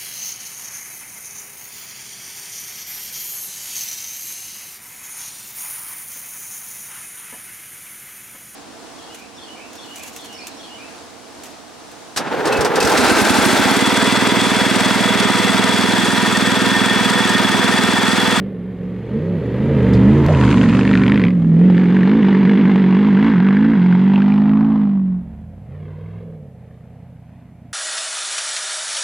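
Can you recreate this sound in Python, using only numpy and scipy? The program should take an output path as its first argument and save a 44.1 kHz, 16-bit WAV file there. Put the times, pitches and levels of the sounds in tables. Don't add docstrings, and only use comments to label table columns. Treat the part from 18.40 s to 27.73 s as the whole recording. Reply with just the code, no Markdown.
import sys
import numpy as np
from scipy import signal
from scipy.fft import rfft, irfft
from scipy.io import wavfile
from scipy.ndimage import uniform_filter1d

SR = 44100
rng = np.random.default_rng(int(sys.argv[2]) if len(sys.argv) > 2 else 0)


def how_loud(loudness_db):
    steps = np.asarray(loudness_db, float) / 20
    return 10 ** steps


def generate_wav(signal):
    frames = np.transpose(np.atleast_2d(signal))
    scaled = np.clip(frames, -1, 1) * 32767
    pcm = np.round(scaled).astype(np.int16)
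    wavfile.write(sys.argv[1], SR, pcm)


N = 411453

# (multiple of the four-stroke cycle, level [dB])
FIRING_ORDERS = [(8, -0.76)]
UNEVEN_ORDERS = [(1, -21.5), (2, -20), (3, -9), (4, -23), (5, -3)]
BEAT_ORDERS = [(2, -19), (6, -5), (7, -19), (9, -18), (10, 0.1), (12, -13)]
NEAR_BANK_ORDERS = [(11, -10), (13, -13)]
DUNE_UNEVEN_ORDERS = [(2, -16.5), (3, -11), (4, -24), (5, 1)]
DUNE_BEAT_ORDERS = [(2, -18.5), (4, -1.5), (5, -18.5), (6, 4), (7, -11), (10, 0.5), (11, 1.5), (12, -10.5),
                    (13, -5.5)]
# (multiple of the cycle, level from the front [dB], level from behind [dB])
UPPER_ORDERS = [(11, -12.5, -6), (12, -15, -17.5), (13.12, -18, -12.5), (14, -22.5, -5), (16, -10, -9),
                (18, -28.5, -6), (19.04, -19.5, -18), (20, -30, -33.5), (21, -20.5, -30), (22, -22.5, -25),
                (24, -26.5, -21)]
CYLINDERS_DB = [5, 0, -3, -4, 4, 0, -3, -4]

# (frequency [Hz], density [dB per Hz])
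ROAR_SPECTRUM = [(40, -15.5), (90, -3.5), (150, 6.5), (260, 3.5), (350, -1.5), (445, 3.5), (590, -7),
                 (740, -16.5), (1000, -39.5), (1500, -55.5)]
RASP_SPECTRUM = [(400, -20), (700, -5.5), (950, -0.6), (1250, -2.5), (1550, -3.5), (1900, -0.5),
                 (2600, -9.5), (3300, -13), (4800, -27), (5650, -30.5), (6300, -34.5), (9300, -53),
                 (10500, -61), (14300, -76)]
SAND_SPECTRUM = [(900, -9), (1500, -6), (2500, -5), (4000, 0), (5600, -3), (6500, -2), (9400, -15),
                 (10500, -40), (14300, -39)]
DESERT_SPECTRUM = [(25, -21), (60, -14.5), (125, -11), (250, -5.5), (330, -29), (700, -14.5), (1100, -31.5),
                   (2200, -32), (4500, -50), (7000, -80)]
# (frequency [Hz], gain [dB])
PIPE_MOUTH = [(700, 1.5), (2500, 15), (4500, -3), (5650, -8), (6500, -23.5), (9500, -23.5), (11500, -67)]
# (frequency [Hz], gain [dB])
LEFT_DB = [(60, -1.5), (300, -1.45), (700, -1), (1500, 0.9), (3000, -0.5), (6000, 1), (12000, -7.5)]

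# (time [s], revs [cycles/s])
PASSING_REVS = [(0, 24.2), (.2, 22.2), (.62, 23.1), (1.1, 23.7), (2.06, 24.2), (2.28, 21), (2.65, 22.75),
                (2.88, 22.2), (3.02, 20.9), (3.15, 20.7), (3.35, 21.6), (3.9, 24.3), (4.45, 23.6),
                (4.98, 22.1), (5.53, 22.4), (5.7, 24.5), (6.29, 27.2), (6.66, 23.4), (7.32, 19.1)]
DUNE_REVS = [(6.4, 7.3), (6.92, 8.7), (7.2, 11.8), (7.36, 19), (7.56, 19.1), (7.79, 21.5), (7.96, 19.9),
             (8.17, 15.1), (9.32, 14.8)]
# (peak time [s], extra revs [cycles/s], rise [s], fall [s])
PASSING_SPINS = [(0.088, 1.2, 0.075, 0.085), (0.292, 0.88, 0.098, 0.063), (.925, 12.1, .27, 0.135),
                 (1.28, 4.74, 0.14, 0.19), (1.789, 4.67, 0.18, 0.097), (1.894, 7.6, 0.06, 0.12),
                 (2.0, 1.5, .04, .05), (2.109, 3.6, 0.049, .06), (2.214, 3.14, 0.051, 0.041),
                 (2.39, 3.06, 0.1, 0.2), (2.521, 2.1, 0.091, 0.052), (2.611, 2.3, 0.049, 0.038),
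                 (2.701, 2.7, 0.04, 0.13), (2.779, 1.9, .08, 0.073), (2.92, 1.3, .06, .09),
                 (3.278, 2, 0.13, 0.1), (3.411, 1.6, .05, 0.05), (3.56, 1.14, 0.083, 0.057),
                 (3.778, 4, .16, .07), (4.189, 1.3, 0.11, 0.018), (4.6, 1.5, 0.049, 0.03),
                 (4.679, 3.2, 0.12, 0.087), (4.888, 5.6, 0.18, 0.087), (5.041, 1.78, 0.045, 0.15),
                 (5.311, 5.68, 0.29, .1), (5.473, 0.87, 0.03, 0.042)]
DUNE_SPINS = [
    (8.67, .8, .5, .16),
    (8.98, .7, .12, .1),
    (9.14, .8, .1, .07),
]
# (time [s], level [dB], throttle [0-1])
PASSING_DRIVE = [(0, -19.5, 0.04), (0.139, -25, 0.05), (0.621, -24.5, 0.5), (.76, -22, .6),
                 (1.061, -17.5, 0.4), (1.199, -15.5, 0.5), (1.451, -14.5, 0.9), (1.638, -13.5, 0.86),
                 (2.101, -16.5, 0.98), (2.848, -12, 0.78), (2.949, -10, .05), (3.1, -11, 0.2),
                 (3.269, -7.5, 0.5), (3.397, -13.5, 0.94), (6.198, -12.5, 0.81), (6.431, -14.5, 0.73),
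                 (6.621, -15, 0.2), (7.3, -26.5, .05)]
DUNE_DRIVE = [(6.4, -56.5, 0.099), (6.92, -36, 0.056), (7.26, -41, .05), (7.31, -36, 0.64),
              (7.799, -37, 0.94), (7.86, -36, 0.21), (8.04, -40, 0.2), (8.1, -45.5, 0.45),
              (9.32, -49, 0.45)]
# (time [s], echo delay [ms], share of dull far sound [0-1])
PASSING_ECHO = [(0, 3.13, 0.19), (2.8, 2.35, 0.33), (3.401, 1.55, 0.26), (4.501, 1.62, 0.25),
                (5.702, 1.65, 0.37), (6.199, 2.1, 0.68), (6.7, 2.35, 0.53), (7.0, 2.4, 0.7)]
DUNE_ECHO = [(6.4, 0.93, 0.5), (7.199, 1.3, 0.34), (7.5, 1.94, 0.35), (8.0, 1.73, 0.42), (8.5, 1.6, 0.36),
             (9.3, 0.8, 0.38)]
# (level [dB], off-throttle loss [dB], gain above cruising revs [dB per cycle/s])
FROM_FRONT = [(-4, 2.7, 0), (0, 15, .5), (-16, 10.5, 0.57), (-4.5, 6, -0.23), (-20, 11, -0.24)]
FROM_BEHIND = [(0.47, 3.9, -0.69), (-28.5, 8.5, 1.9), (-10.5, 12, 1.5), (-10.5, 10, -0.73),
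               (-11.5, 26.4, -0.35)]
ON_CREST = [(0.4, 1.5, -.1), (-0.5, 9, .1), (-19.5, 2.5, .1), (-11.5, -4.5, .1), (-19, 11, .1)]
DOWN_SLOPE = [(1, .1, .1), (-9, 3.6, .1), (-8, .1, .1), (-3.5, 1.1, .1), (-16.5, 20.3, .1)]

# (time [s], span [s], gain [dB])
STABS = [
    (.37, 0.031, -3),
    (.665, 0.033, -25),
    (.77, 0.035, 8.5),
    (1.07, 0.089, -13),
    (1.3, 0.1, -3.5),
    (1.67, 0.059, 7),
    (2.1, 0.033, -1.5),
    (3.02, 0.039, -3),
]
# (time [s], span [s], gain [dB])
RASP_SWELLS = [
    (.01, 0.022, -1),
    (1.86, 0.037, 1.5),
    (3.9, 0.033, 1.5),
    (4.86, 0.065, 4),
    (5.17, 0.23, -2),
]
# (time [s], span [s], gain [dB])
DUNE_BLIPS = [
    (8.35, 0.13, 13.5),
    (8.95, 0.26, 15),
]
# (time [s], level [dB])
NEAR_BANK_DB = [(1.3, -21.5), (1.5, -2), (1.65, 0), (1.82, 4), (1.92, -18.5), (2.0, 2), (2.3, 5.5),
                (2.65, 9), (2.95, 8), (3.12, 2), (3.3, -10)]
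# (time [s], span [s], gain [dB])
UNEVEN_SWELLS = [(1.55, 0.044, 2), (2.05, 0.1, 4), (2.35, .05, 1), (2.68, 0.18, 3.5), (3.04, 0.063, 7)]
# (time [s], span [s], gain [dB])
BEAT_SWELLS = [(1.32, .08, -7), (1.72, 0.14, -10), (1.97, 0.096, -6.5), (2.5, 0.28, -4.5)]
HARD_FIRINGS_S = [2.41, 2.432, 2.452, 2.474, 2.493, 2.514, 2.532, 2.554, 2.574, 2.595, 2.614, 2.636, 2.68,
                  2.698, 2.719, 2.776, 2.84]
# (time [s], span [s], frequency [Hz], gain [ratio])
BAND_SWELLS = [(1.802, 0.16, 1000, 0.7), (1.9, 0.017, 695, 3.2), (2.062, 0.14, 1020, 1.8),
               (2.6, 0.059, 1500, 1.5), (2.202, 0.24, 230, 0.5), (5.14, 0.25, 1590, 1.8), (2.2, 1, 330, -0.53),
               (3, 0.16, 380, -0.64),
               (.82, .1, 450, 0.51), (.93, .06, 174, 0.41), (1.3, 0.24, 445, 0.41), (1.8, 0.17, 547, -.7),
          (1.97, .04, 225, -0.65), (.85, .1, 720, -0.92), (2.75, 0.24, 680, -0.63), (3.1, .09, 215, 1.06),
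          (3.1, 0.24, 345, -0.2), (3.35, 0.12, 1020, -1.1), (6.1, .45, 440, -0.25), (6.9, .3, 720, 1.2),
          (7.05, .15, 480, -0.51)]

# (time [s], peak [dB], ring [Hz])
BACKFIRES = [(2.392, -9.5, 1300), (2.4108, -13, 1740), (2.4325, -15.5, 2200), (2.4516, -13, 1770),
             (2.4766, -14, 1665), (2.4923, -17.5, 1708), (2.5127, -12, 1334), (2.5316, -13.5, 1850),
             (2.5377, -14, 1880), (2.5534, -10, 1744), (2.5745, -14, 2460), (2.5955, -17, 1880),
             (2.6185, -19.5, 1820), (2.636, -11.5, 2340), (2.664, -11, 2070), (2.6798, -10, 2240),
             (2.6976, -11.5, 1330), (2.72, -9, 1766), (2.744, -17, 1740), (2.7579, -15, 1916),
             (2.7762, -13.5, 2060), (2.7968, -17, 2115), (2.8167, -15.5, 1960), (2.8384, -11.5, 1990),
             (2.8515, -15.5, 2300), (2.8677, -18.5, 2127), (2.8831, -19.5, 1990), (2.9053, -27, 2100)]
FAR_BACKFIRES = [(3.3, -13, 830), (3.3797, -14, 1795), (3.5671, -12.5, 1588), (3.6073, -18, 1100),
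                 (3.6322, -11.5, 1786), (3.6749, -12.5, 855), (3.6947, -16, 948), (3.7157, -13, 1560),
                 (3.8301, -13, 1985), (3.8441, -20, 825), (3.8844, -10.5, 924), (3.928, -14, 1920),
                 (3.9486, -13.5, 1793), (4.008, -21.5, 830), (4.0522, -16, 1827), (4.0758, -15, 1875),
                 (3.9693, -22, 1900), (4.0303, -20, 2380), (4.0956, -13, 1760), (4.252, -22.5, 834),
                 (4.2798, -20.5, 808), (4.3139, -15, 908), (4.3585, -9.5, 844), (4.397, -20, 1950),
                 (4.44, -18.5, 936), (4.5085, -20.5, 1050), (4.5261, -16.5, 835), (4.568, -17, 1000),
                 (4.6478, -14.5, 1142), (4.686, -16.5, 992), (4.7481, -29, 931), (4.7725, -16, 1530),
                 (4.8269, -15, 972), (4.8449, -14.5, 1093), (5.0026, -14, 841), (5.087, -11.5, 1140),
                 (5.1102, -25, 807), (5.127, -19.5, 1167), (5.1462, -33, 953), (5.1693, -13.5, 1673),
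                 (5.206, -23, 937), (5.5256, -12, 1534), (5.552, -15.5, 891), (5.7359, -14.5, 953),
                 (5.759, -14, 2650), (5.778, -14.5, 907), (5.8041, -17, 1330), (5.8203, -13, 1577),
                 (5.86, -29.5, 877), (5.902, -18, 982), (5.9396, -16, 950), (5.9789, -16, 962),
                 (5.9214, -21, 2380), (6.0186, -23, 1790), (6.0941, -21.5, 1900), (6.1346, -20, 1130),
                 (6.1727, -23, 1040), (6.209, -21, 968), (6.2471, -26.5, 1060), (6.3383, -34, 1130)]
CLOSE_CRACKS = [(1.8848, -17.5, 1910), (1.9361, -19, 1543), (1.9483, -16.5, 1573), (1.9723, -18, 1387),
                (1.9862, -19.5, 1800), (2.0115, -11, 1203), (2.0254, -17, 1408), (2.0375, -11.5, 1537),
                (2.0504, -15, 1993), (2.0653, -14, 2416), (2.078, -13, 1500), (2.0907, -13.5, 1522),
                (2.1041, -16, 1400), (2.1129, -11.5, 1490), (2.1275, -10, 1325), (2.1425, -12, 1385),
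                (2.173, -13.5, 1800), (2.1812, -14.5, 1455), (2.2134, -12, 1560), (2.2308, -12, 1500),
                (2.2386, -16, 1930), (2.2607, -18.5, 1357), (2.2883, -12.5, 1420), (2.2953, -14, 2510),
                (2.3101, -20.5, 2554), (2.3274, -17, 1365), (2.3344, -17.5, 1353), (2.3494, -10.5, 1346),
                (2.3685, -12, 1320)]
# (time [s], peak [dB])
SNAPS = [(1.532, -37), (1.8622, -29), (1.9486, -39.5), (2.1063, -34), (2.1733, -38), (2.2607, -39),
         (2.2932, -36), (2.3923, -40), (2.4745, -43.5), (2.5161, -41), (2.5524, -36.5), (2.6624, -38),
         (2.7174, -37), (2.7774, -40)]

# (time [s], tick [dB], tick T60 [s], thud [dB])
KNOCKS = [
    (0, -38, .002, -60),
    (1.534, -37, 0.15, -52),
    (1.864, -21, .003, -15),
]
# (time [s], frequency [Hz], level [dB])
GEAR_WHINE = [(.5, 4200, -80), (.8, 4300, -69), (1.1, 4280, -68), (1.35, 4230, -76)]
# (time [s], level [dB])
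SPRAY_DB = [(.6, -77.5), (1.2, -71), (1.5, -64.5), (1.8, -59.5), (2.05, -49.5), (2.3, -52.5), (2.6, -58),
            (2.85, -69), (2.95, -74), (3.4, -68.5)]


def passing():
    t = np.arange(N) / SR
    hop_s, hop_span_s, hop_hz, hop_revs = 4.2, .25, 10.2, 1.9
    hop = swells([(hop_s, hop_span_s, hop_revs)]) * np.cos(2 * np.pi * hop_hz * (t - hop_s))
    speed = crank(PASSING_REVS, PASSING_SPINS) + hop
    db, gate = layers(speed, PASSING_DRIVE, (FROM_FRONT, FROM_BEHIND), turn_s=(1.92, 3.87))

    hidden_s, hiding_s, hidden_db = 6.82, .045, [20, 12, 1.9, 11, 5.3]
    db = db - np.outer(hidden_db, .5 + .5 * np.tanh((t - hidden_s) / hiding_s))
    closest_s, close_span_s, close_db = 2.35, 0.5, [.1, .1, 9.5, 0.092, 6.94]
    db = db + np.outer(close_db, swells([(closest_s, close_span_s, 1)]))

    pipe_top_hz, pipe_loss_db_per_hz = 219.8, 0.5
    above_pipe_hz = np.maximum(8 * speed - pipe_top_hz, 0) * np.clip((1.97 - t) / .08, 0, 1)
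    db[0] += swells(STABS) - pipe_loss_db_per_hz * above_pipe_hz
    recedes_s, roar_loss_db_per_s = 4.16, 4.5
    db[3] -= roar_loss_db_per_s * np.maximum(t - recedes_s, 0)
    db[4] += swells(RASP_SWELLS)

    (near_db,), near = in_time(NEAR_BANK_DB)
    uneven_db, beat_db = swells(UNEVEN_SWELLS), swells(BEAT_SWELLS)
    uneven = [(multiple, level_db + uneven_db) for multiple, level_db in UNEVEN_ORDERS]
    uneven += [(multiple, bank_db + near_db - 40 * (1 - near)) for multiple, bank_db in NEAR_BANK_ORDERS]
    beat = [(multiple, level_db + beat_db) for multiple, level_db in BEAT_ORDERS]
    cracks_s = np.array(HARD_FIRINGS_S + [s for s, *_ in FAR_BACKFIRES[2:]])
    car = engine(speed, db, gate, uneven, beat, PASSING_ECHO,
                 echo_share=-0.2, low_cut_hz=63, ring=2.2, cracks_s=cracks_s)
    return swell_bands(car)


def on_dune():
    speed = crank(DUNE_REVS, DUNE_SPINS)
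    db, gate = layers(speed, DUNE_DRIVE, (ON_CREST, DOWN_SLOPE), turn_s=(7.95, 8.15))
    db[4] += swells(DUNE_BLIPS)
    return engine(speed, db, gate, DUNE_UNEVEN_ORDERS, DUNE_BEAT_ORDERS, DUNE_ECHO,
                  echo_share=0.72, low_cut_hz=58, ring=0)


def engine(speed, layers_db, gate, uneven, beat, path, echo_share, low_cut_hz, ring, cracks_s=None):
    firing_db, uneven_db, beat_db, roar_db, rasp_db = layers_db
    cycles = np.cumsum(speed) / SR
    if cracks_s is not None:
        cycles = in_step(cycles, np.sort(cracks_s))

    tones = how_loud(firing_db) * orders(cycles, FIRING_ORDERS, flutter_db=.5, wander=.08, ring=ring)
    tones += how_loud(uneven_db) * orders(cycles, uneven, flutter_db=1.1, wander=.15, ring=ring)
    tones += how_loud(beat_db) * orders(cycles, beat, flutter_db=.9, wander=.12, ring=ring)
    tones = signal.sosfilt(signal.butter(2, low_cut_hz, "high", fs=SR, output="sos"), tones)
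    front = 1 / (1 + how_loud(uniform_filter1d(beat_db - uneven_db, size=SR // 3)))
    upper_table = [(round(k), behind_db + front * (front_db - behind_db))
                   for k, front_db, behind_db in UPPER_ORDERS]
    upper = orders(cycles, upper_table, flutter_db=1.3, wander=.2, ring=ring)

    fired = np.flatnonzero(np.diff(np.floor(8 * cycles)))
    cylinder = (8 * cycles[fired + 1]).astype(int) % 8
    scatter_db = 1.6 * rng.standard_normal(N // 100)[:len(fired)]
    puffs = np.zeros(N)
    puffs[fired] = how_loud(np.take(CYLINDERS_DB, cylinder) + scatter_db)
    gusts = rms_one(decay(puffs, t60_s=0.025))

    roar = rms_one(colour(rng.standard_normal(N) * (0.79 + gusts), ROAR_SPECTRUM))
    gas = rng.standard_normal(N) * (0.025 + 1.94 * front ** 2 + gusts)
    rasp = rms_one(colour(gas - .52 * (1 - front) * rms_one(puffs), RASP_SPECTRUM))
    dull = rms_one(signal.sosfilt(signal.butter(2, 950, fs=SR, output="sos"), rasp))
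    echo_ms, far = in_time(path)[0]
    rasp += np.clip(far, 0, 1) * (dull - rasp)

    bright = how_loud(roar_db) * (upper + how_loud(5 * front - 7) * roar) + how_loud(rasp_db - .7) * rasp
    late = np.interp(np.arange(N) - echo_ms * SR / 1000, np.arange(N), bright)
    return gate * (tones + bright + echo_share * late)


def orders(cycles, table, flutter_db, wander, ring):
    out = 0
    for multiple, db in table:
        spread = ring * (np.exp(-((multiple - 10.2) / 1.6) ** 2) - .15) - np.pi / 2 * (multiple % 2)
        phase = 2 * np.pi * multiple * cycles[::8] - spread + wander * drift(28, size=8)
        level_db = np.broadcast_to(db, N)[::8] + flutter_db * drift(8.9, size=8)
        out = out - how_loud(level_db) * np.sqrt(2) * np.sin(phase)
    return signal.resample_poly(out, 8, 1)[:N]


def crank(revs, spins):
    t, steps = np.arange(0, N, 32) / SR, np.linspace(-1, 1, num=21)
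    bump = np.cos(np.pi * steps / 2) ** 2
    racing = 0
    for s, extra, rise_s, fall_s in spins:
        racing = racing + extra * np.interp(t, s + steps * np.where(steps < 0, rise_s, fall_s), bump)
    return in_time(revs)[0][0] + np.interp(np.arange(N) / SR, t, racing)


def in_step(cycles, cracks_s):
    reach_s = .09
    off = np.exp(4j * np.pi * cycles[(cracks_s * SR).astype(int)])
    weights = np.exp(-np.abs(cracks_s[:, None] - cracks_s) / reach_s)
    turns = np.unwrap(np.angle(weights @ off)) / (4 * np.pi)
    return cycles - uniform_filter1d(np.interp(np.arange(N) / SR, cracks_s, turns), size=SR // 8)


def layers(speed, drive, sides, turn_s):
    cruise_revs = 24.1
    (level_db, throttle), gate = in_time(drive)
    shown = []
    for side in sides:
        db, loss_db, above_db = np.transpose(side)[:, :, None]
        load_db = above_db * np.maximum(speed - cruise_revs, 0) - loss_db * (1 - np.clip(throttle, 0, 1))
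        shown.append(db + load_db)
    turned = np.interp(np.arange(N) / SR, turn_s, [0, 1])
    return level_db + shown[0] + turned * (shown[1] - shown[0]), gate


def swell_bands(car):
    out = car.copy()
    for s, span_s, hz, gain in BAND_SWELLS:
        near = np.arange(max(int((s - 3 * span_s) * SR), 0), int((s + 3 * span_s) * SR))
        band = signal.lfilter(*signal.iirpeak(hz, 5, fs=SR), car[near])
        out[near] += gain * np.exp(-((near / SR - s) / span_s) ** 2) * band
    return out


def backfires():
    after = np.arange(800) / SR
    rings, wisps, snaps = np.zeros(N + 800), np.zeros(N + 800), np.zeros(N)
    # (shocks, ring [dB], wisp [dB], wisp T60 [s])
    for rows, ring_db, wisp_db, wisp_s in ((BACKFIRES, -3.5, -3, .008), (FAR_BACKFIRES, -4, -10.5, .008),
                                           (CLOSE_CRACKS, -5, -8, .022)):
        for s, peak_db, ring_hz in rows:
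            start = int(s * SR)
            envelope = (1 - np.exp(-after / .00012)) * how_loud(-60 * after / .013)
            ring = -np.sin(2 * np.pi * ring_hz * after) * envelope
            rings[start:][:len(after)] += how_loud(peak_db + ring_db) * ring
            wisp = .55 * rng.standard_normal(len(after)) * how_loud(peak_db + wisp_db - 60 * after / wisp_s)
            wisps[start:][:len(after)] += wisp

    snap_t60_s, snap_gain_db, crack_snap_db = 0.007, -1.5, -23.5
    for s, peak_db in SNAPS + [(s, db + crack_snap_db) for s, db, _ in CLOSE_CRACKS]:
        snap = rng.standard_normal(len(after)) * how_loud(peak_db + snap_gain_db - 60 * after / snap_t60_s)
        snaps[int(s * SR):][:len(after)] += snap
    snap_band = signal.butter(2, [4500, 8980], "band", fs=SR, output="sos")
    return rings[:N] + colour(wisps, PIPE_MOUTH) + signal.sosfilt(snap_band, snaps + 1e-18)


def chassis():
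    out, t = np.zeros(N), np.arange(N) / SR
    rattle_db = [(1500, -12.5), (4000, 15.5), (8000, -3.5), (10000, -18.0), (14000, -10.0)]
    rattle = rms_one(colour(rng.standard_normal(N), rattle_db))
    for s, tick_db, t60_s, thud_db in KNOCKS:
        after = np.maximum(t - s, 0)
        tick = rattle * how_loud(tick_db - 60 * after / t60_s)
        thud = how_loud(thud_db - 60 * after / 0.044) * np.sin(2 * np.pi * 32 * after)
        out += (t >= s) * (tick + thud)
    (whine_hz, whine_db), gate = in_time(GEAR_WHINE)
    return out + gate * how_loud(whine_db) * np.sin(2 * np.pi * np.cumsum(whine_hz) / SR)


def sand():
    (spray_db,), gate = in_time(SPRAY_DB, fade_s=0.51)
    grains_per_s = 300
    grain_db = 4.5 * np.minimum(rng.exponential(1, N), 4)
    grains = (rng.random(N) < grains_per_s / SR) * how_loud(grain_db)
    lumps = 1.8 + rms_one(decay(grains, t60_s=.03))
    mid = rms_one(colour(rng.standard_normal(N) * lumps, SAND_SPECTRUM))
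    side = rms_one(colour(rng.standard_normal(N) * lumps, SAND_SPECTRUM))
    return gate * how_loud(spray_db + 4.5) * (0.93 * mid + side * [[.75], [-1.25]])


def desert_air():
    air = rms_one(colour(rng.standard_normal(N), DESERT_SPECTRUM))
    return how_loud(-53) * how_loud(1.2 * drift(4)) * air


def in_time(rows, fade_s=.02):
    s, *columns = np.transpose(rows)
    t = np.arange(N) / SR
    gate = np.clip(np.minimum(t - s[0] + fade_s, s[-1] + fade_s - t) / fade_s, 0, 1)
    return [np.interp(t, s, c) for c in columns], gate


def swells(rows):
    t = np.arange(0, N, 32) / SR
    total = sum(height * np.exp(-((t - s) / span_s) ** 2) for s, span_s, height in rows)
    return np.interp(np.arange(N) / SR, t, total)


def drift(rate_hz, size=1):
    r = np.exp(-80 * np.pi * rate_hz / SR)
    slow = signal.lfilter([1], [1, -2 * r, r * r], rng.standard_normal(N // 40 + 2002))[2000:]
    return np.interp(np.arange(0, N, size) / 40, np.arange(len(slow)), rms_one(slow))


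def decay(clicks, t60_s):
    return signal.lfilter([1], [1, -how_loud(-60 / (t60_s * SR))], clicks + 1e-18)


def colour(x, spectrum):
    hz, db = np.transpose(spectrum)
    grid_hz = np.maximum(np.arange(4097) * SR / 8192, 1)
    cepstrum = irfft(np.interp(np.log(grid_hz), np.log(hz), db) * np.log(10) / 20)
    cepstrum[1:4096] *= 2
    cepstrum[4097:] = 0
    return signal.fftconvolve(x, irfft(np.exp(rfft(cepstrum))))[:N]


def rms_one(x):
    return x / np.sqrt(np.mean(x ** 2) + 1e-20)


def scene():
    middle = passing() + on_dune() + backfires() + chassis() + desert_air()
    return np.array([middle, middle]) + sand()


def band_limit(x):
    return signal.sosfilt(signal.butter(12, 14400, fs=SR, output="sos"), x)


def record(dry):
    housing_dip_hz, hiss_db = 5660, -73
    dry = signal.lfilter(*signal.iirnotch(housing_dip_hz, 11, fs=SR), dry)
    left = colour(dry[0], [(hz, db / 2) for hz, db in LEFT_DB])
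    right = colour(dry[1], [(hz, -db / 2) for hz, db in LEFT_DB])
    x = np.array([left, right]) + how_loud(hiss_db) * rng.standard_normal((2, N))
    rounded = 1.602 * np.tanh(x / 1.162)
    mix = signal.sosfilt(signal.cheby2(10, 50, 14800, fs=SR, output="sos"), rounded)
    return band_limit(mix)


dry = scene()
out = record(dry)
generate_wav(out)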